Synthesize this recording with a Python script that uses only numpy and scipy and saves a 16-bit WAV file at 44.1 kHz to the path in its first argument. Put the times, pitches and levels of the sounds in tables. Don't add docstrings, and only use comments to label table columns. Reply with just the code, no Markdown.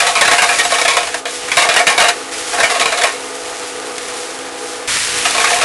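import sys
import numpy as np
from scipy import signal
from scipy.fft import rfft, irfft
from scipy.io import wavfile
from scipy.ndimage import uniform_filter1d, minimum_filter1d

SR = 44100
rng = np.random.default_rng(int(sys.argv[2]) if len(sys.argv) > 2 else 0)


def digitize_waveform(pressure):
    field = np.atleast_2d(pressure).T
    bounded = np.clip(field, -1, 1)
    quanta = np.round(bounded * 32767).astype(np.int16)
    wavfile.write(sys.argv[1], SR, quanta)


def boost(x):
    u = np.asarray(x, float) / 20
    return 10 ** u


N = 248724

# freq_hz, relative_level_db (per Hz)
SIZZLE_SPECTRUM = [(30, -3.5), (300, -12.5), (800, -9.5), (1100, -5.5), (1900, -0.5), (4000, -4),
                   (7000, -5), (12000, -7)]


def curve(rows):
    time_s, level_db = np.transpose(rows)
    return np.interp(np.arange(N) / SR, time_s, level_db)


def colour(points, size):
    hz, db = np.transpose(points)
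    log_freq = np.log(np.fft.rfftfreq(size, 1 / SR) + 1)
    log_gain = np.interp(log_freq, np.log(hz), db) * np.log(10) / 20
    cepstrum = irfft(log_gain)
    cepstrum[1:size // 2] *= 2
    cepstrum[size // 2 + 1:] = 0
    return np.exp(rfft(cepstrum))


def tinted(x, points):
    y = signal.fftconvolve(x, irfft(colour(points, size=2048)))[:N]
    return y / np.std(y)


def walk(rate_hz):
    hold = int(SR / rate_hz)
    steps = np.repeat(rng.standard_normal(N // hold + 1), hold)
    return 1.735 * uniform_filter1d(uniform_filter1d(steps, hold), hold)[:N]


def grains(size, share, spread_db):
    present = rng.random(size) < share
    boost_db = spread_db * np.minimum(rng.exponential(size=size), 4.0)
    x = present * rng.standard_normal(size) * boost(boost_db)
    return x / np.std(x)


def resonance(f, hz, width_hz):
    return 1j * f * width_hz / (hz ** 2 - f ** 2 + 1j * f * width_hz)


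def drag_force(t, t60_s, rise_ms):
    rise = 1 - np.exp(-1000 * t / rise_ms)
    decay = boost(-60 * (t / t60_s) ** 1.053)
    drag = grains(len(t), share=.4, spread_db=1.7) * rise * decay
    chatter_db = 0.84 * np.repeat(rng.standard_normal(len(t) // 128), 128)
    blow = 1 + 1.3 * np.exp(-t / .004)
    return drag * boost(chatter_db) * blow


def wok():
    # start_s, level_db (3 x rms of first 20 ms), t60_s, rise_ms (time constant),
    # low_ring_db (base strength of the low modes)
    knocks = [(.0014, 1, 0.19, 0.87, 6), (.0194, -4.5, 0.53, 2.5, 18), (.0651, -1.5, 0.32, 3.6, 15.5),
              (.1525, -0.5, 0.28, 1.9, 11), (.2104, 5.5, 0.15, .8, 13), (.2492, -1.5, 0.14, 2.5, 12),
              (.2762, 3, 0.23, 1, 12.5), (.3114, 2.5, 0.23, 2.8, 15.5), (.3294, -2, 0.19, 3.3, 9),
              (.381, 1.5, 0.2, 1.5, 11), (.4184, 2.5, 0.25, 3, 12.5), (.4887, -0.5, 0.35, 1, 14),
              (.5295, -11, 0.41, 3, 15), (.5852, 1.5, 0.21, 4.8, 15), (.6494, -4.5, 0.055, 1.8, 19),
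              (.6987, -9.5, 0.21, 4.7, 16), (.7204, -1.5, 0.15, .74, 16), (.7392, -3.5, .2, 1.6, 10),
              (.7835, -4, .33, 1.5, 15), (.8132, -2.5, .09, 1.7, 18), (.849, -0.5, 0.13, 1.7, 19),
              (.8792, 1.5, 0.44, 0.86, 15), (.9679, 2, 0.22, 0.67, 16), (1.0294, -10.5, 0.082, 3.4, 19),
              (1.0694, -11, .12, 3.3, 11.5), (1.142, -6, 0.11, .37, 17), (1.2537, -8.5, 0.19, 0.46, 14.5),
              (1.4818, -11.5, 0.094, 1.8, -1), (1.5162, -2, 0.18, 0.44, 1), (1.5692, 6, 0.34, .63, 12),
              (1.6192, -2, .19, 2.2, 4), (1.6494, -4.5, 0.12, 2.4, 24), (1.688, 1, 0.33, 0.56, 16),
              (1.7372, -4, .27, 1.8, 18.5), (1.7622, 3, 0.2, 1.4, 6), (1.7894, .5, 0.2, 3.5, 16),
              (1.8685, 6, 0.22, 0.49, 13), (1.8976, -2.5, 0.37, 2.4, 13), (1.9775, 3.5, 0.19, 0.92, 12),
              (1.9994, 3, 0.29, 2.9, 14.5), (2.0394, -3.5, 0.3, 2.1, 15), (2.0832, 2.5, 0.11, 2.6, 6),
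              (2.5298, -8, 0.31, 5.2, 17.5), (2.5794, -5, 0.28, 7.8, 16.5), (2.5998, -0.5, 0.095, 2.1, 18),
              (2.6301, 3.5, 0.2, 1.3, 11), (2.6959, -4.5, .26, 4.4, 15), (2.7478, -6, 0.2, 6.4, 20),
              (2.7949, -2.5, 0.2, 2.8, 13.5), (2.8094, -2.5, 0.14, 3.6, 15.5),
              (2.8557, -0.5, 0.26, 0.56, 13.5), (2.9192, -4, 0.2, 3.9, 13), (2.9722, -5, .26, 6, 15.5),
              (3.0125, -5, 0.28, 2.2, 14), (3.034, 1.5, .17, 2.6, 14.5), (3.0693, -9, 0.38, 2.1, 10),
              (5.2525, -1, 0.48, 0.73, 9), (5.3444, -6, 0.24, 4.5, 17.5), (5.3779, -3.5, 0.15, 2.2, 19),
              (5.3994, -2.5, 0.32, 2.9, 18), (5.441, 0, 0.21, 1.3, 10.5), (5.4698, -5, .2, 2.1, 15),
              (5.4995, -3.5, 0.15, 5, 14), (5.5315, -4, 0.22, 0.66, 15), (5.5594, -7.5, 0.46, 5.4, 19),
              (5.612, -1, 0.22, 2.5, 13)]
    # freq_hz, width_hz, relative_level_db
    pan_modes = [(463.2, 14.4, -6.5), (532, 75, -11.5), (698, 28, -14), (705.5, 24.4, 4), (823.6, 13.6, -6),
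                 (921, 25, -8.5), (1093.5, 19.6, -0.5), (1141, 21, -14), (1269, 42, 0), (1440, 14, -4),
                 (1647, 70, 1), (1830, 23, 5.5), (1900, 41, -24), (2215, 45, 3.5), (2307, 52, -3),
                 (2377, 77, -2), (2456, 98, 0), (2777, 114, -3), (2935, 35, -3), (3470, 150, -6),
                 (3850, 73, -2.5)]
    # freq_hz, relative_level_db (per Hz)
    rasp_spectrum = [(30, -31), (250, -30), (400, -30.5), (600, 3), (1000, 2.5), (2200, 3.5), (3200, -2.5),
                     (4000, -2), (6000, -5.5), (12000, -9)]
    low_ring_top_hz = 1200
    treble_db, treble_scatter_db = 2, 1.5
    detune = .02

    size = 16384
    t, f = np.arange(size) / SR, np.fft.rfftfreq(size, 1 / SR)
    low = np.array(pan_modes)[:, 0] < low_ring_top_hz
    rasp = colour(rasp_spectrum, size)
    out = np.zeros(N + size)
    draws = rng.standard_normal((len(knocks), len(pan_modes) + 2))
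    for (start_s, level_db, t60_s, rise_ms, low_ring_db), (bright, shift, *mix) in zip(knocks, draws):
        drag = drag_force(t, t60_s, rise_ms)
        shelf_gain = boost(treble_db + treble_scatter_db * bright)
        shelf = 1 + (shelf_gain - 1) * 1j * f / (4000 + 1j * f)
        strength_db = np.where(low, low_ring_db + 0.81 * np.abs(mix), 5.7 + 2.2 * np.abs(mix))
        strength = boost(strength_db) * np.sign(mix)
        modes = []
        for hz, width_hz, mode_db in pan_modes:
            mode_hz = hz * (1 + detune * shift * (hz > low_ring_top_hz))
            modes.append(boost(mode_db) * resonance(f, mode_hz, width_hz))
        body = rasp * shelf + strength @ np.array(modes)
        knock = irfft(rfft(drag) * body)
        nominal_peak = 3 * np.std(knock[:int(.02 * SR)])
        i = int(start_s * SR)
        out[i:i + size] += boost(level_db) * knock / nominal_peak
    return out[:N]


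def squeak():
    # start_s, length_s, pitch_hz, level_db (peak of each partial)
    squeak_event = (.64, .028, 3870, -19.0)
    start_s, length_s, pitch_hz, level_db = squeak_event
    t = np.arange(N) / SR - start_s
    phase = 2 * np.pi * pitch_hz * t
    swell = np.sin(np.pi * np.clip(t / length_s, 0, 1))
    return boost(level_db) * swell * (np.sin(phase) + np.sin(2 * phase))


def sizzle_level():
    # time_s, level_db (ahead of dips)
    fry_level = [(0, -18.5), (.46, -18), (.68, -18), (1.19, -25), (1.5, -22), (1.9, -23.5), (2.5, -20.5),
                 (2.8, -21.5), (3.17, -26), (3.6, -25.5), (3.95, -26.5), (4.1, -24), (4.2, -26),
                 (4.5, -29.5), (4.7, -26), (4.9, -28.5), (5.3, -19), (5.64, -16)]
    # start_s, end_s, drop_db (reached at the end)
    dips = [(1.201, 1.268, -16), (2.0, 2.314, -5.5)]
    now = np.arange(N) / SR
    level_db = curve(fry_level)
    for start_s, end_s, drop_db in dips:
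        progress = np.clip((now - start_s) / (end_s - start_s), 0, 1)
        level_db = level_db + drop_db * (now < end_s) * progress ** 0.47
    return boost(level_db)


def steam_level():
    # start_s, level_db, t60_s
    flares = [(4.876, -11.5, 2.66), (4.888, -20, 0.27), (4.952, -14.5, 0.19)]
    rise_s = 0.002
    now = np.arange(N) / SR
    level = 0
    for start_s, level_db, t60_s in flares:
        since = np.maximum(now - start_s, 0)
        flare = boost(level_db - 60 * since / t60_s) * (1 - np.exp(-since / rise_s))
        level = np.hypot(level, flare)
    return level


def frying():
    split_hz, dull_db = 2500, -2
    burst = 1.02 * rng.standard_normal(N) + 0.46 * grains(N, share=.04, spread_db=4.6)
    fizz = tinted(burst, SIZZLE_SPECTRUM)
    dull = signal.sosfilt(signal.butter(1, split_hz, fs=SR, output="sos"), fizz)
    bright = fizz - dull
    bright_flicker = boost(.7 * walk(60) + .7 * walk(12))
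    dull_flicker = boost(.7 * walk(60) + 1.2 * walk(12))
    flickering = bright_flicker * bright + boost(dull_db) * dull_flicker * dull
    return np.hypot(sizzle_level(), steam_level()) * flickering


def spits():
    # start_s, level_db (peak ahead of colouring)
    spit_events = [(3.9814, -4.5), (4.2292, -17), (4.3892, -10), (4.6412, -21), (4.876, -6), (4.961, -6)]
    size = 2000
    t = np.arange(size) / SR
    out = np.zeros(N + size)
    for start_s, level_db in spit_events:
        decay = np.exp(-t / 0.0012) + 0.47 * np.exp(-t / 0.0094)
        spit = rng.standard_normal(size) * decay
        i = int(start_s * SR)
        out[i:i + size] += boost(level_db) * spit / np.max(np.abs(spit))
    return np.std(out) * tinted(out, SIZZLE_SPECTRUM)


def burner():
    # time_s, level_db
    burner_level = [(0, -6.5), (2.3, -2), (4.86, -2), (4.9, -14), (5.08, -8.5), (5.15, -3), (5.64, -4)]
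    # freq_hz, level_db (rms ahead of burner level)
    hum_tones = [(269.5, -41.5), (325, -42), (428, -41.5), (437, -45), (483, -43.5), (493, -32.5),
                 (504, -45.5), (539, -45), (651, -45), (671.5, -40), (708, -53), (727, -41.5), (764, -49),
                 (818.5, -38), (874, -42.5), (1200, -47), (1211, -41), (1258, -50), (1290, -44.5),
                 (1367, -50), (1470, -46)]
    # freq_hz, relative_level_db (per Hz)
    roar_spectrum = [(30, -28.5), (230, -20.5), (300, -13), (400, -4.5), (490, -0.5), (570, -13.5),
                     (700, -9), (1300, -9), (2500, -17), (6000, -29.5)]
    drift_hz, waver_db = 1.5, 1.5
    roar_db = -29
    hum = 0
    for freq_hz, level_db in hum_tones:
        cycles = np.cumsum(freq_hz + drift_hz * walk(6)) / SR + rng.random()
        gain = np.sqrt(2) * boost(level_db + waver_db * walk(10))
        hum = hum + gain * np.sin(2 * np.pi * cycles)
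    roar = boost(roar_db + 1.3 * walk(15)) * tinted(rng.standard_normal(N), roar_spectrum)
    return boost(curve(burner_level)) * (hum + roar)


def scene():
    return (wok() + squeak() + frying() + spits() + burner())[None]


def roll_off(x):
    return signal.sosfilt(signal.butter(12, 15850, fs=SR, output="sos"), x)


def record(dry):
    stopband_hz, ceiling, hold_samples = 12520, .75, 5
    x = signal.sosfilt(signal.cheby2(9, 50.0, stopband_hz, fs=SR, output="sos"), dry)
    needed_gain = np.minimum(1, ceiling / (np.abs(x) + 1e-9))
    gain = uniform_filter1d(minimum_filter1d(needed_gain, hold_samples), hold_samples)
    x = signal.sosfilt(signal.butter(1, 80, "high", fs=SR, output="sos"), x * gain)
    return roll_off(x)


dry = scene()
out = record(dry)
digitize_waveform(out)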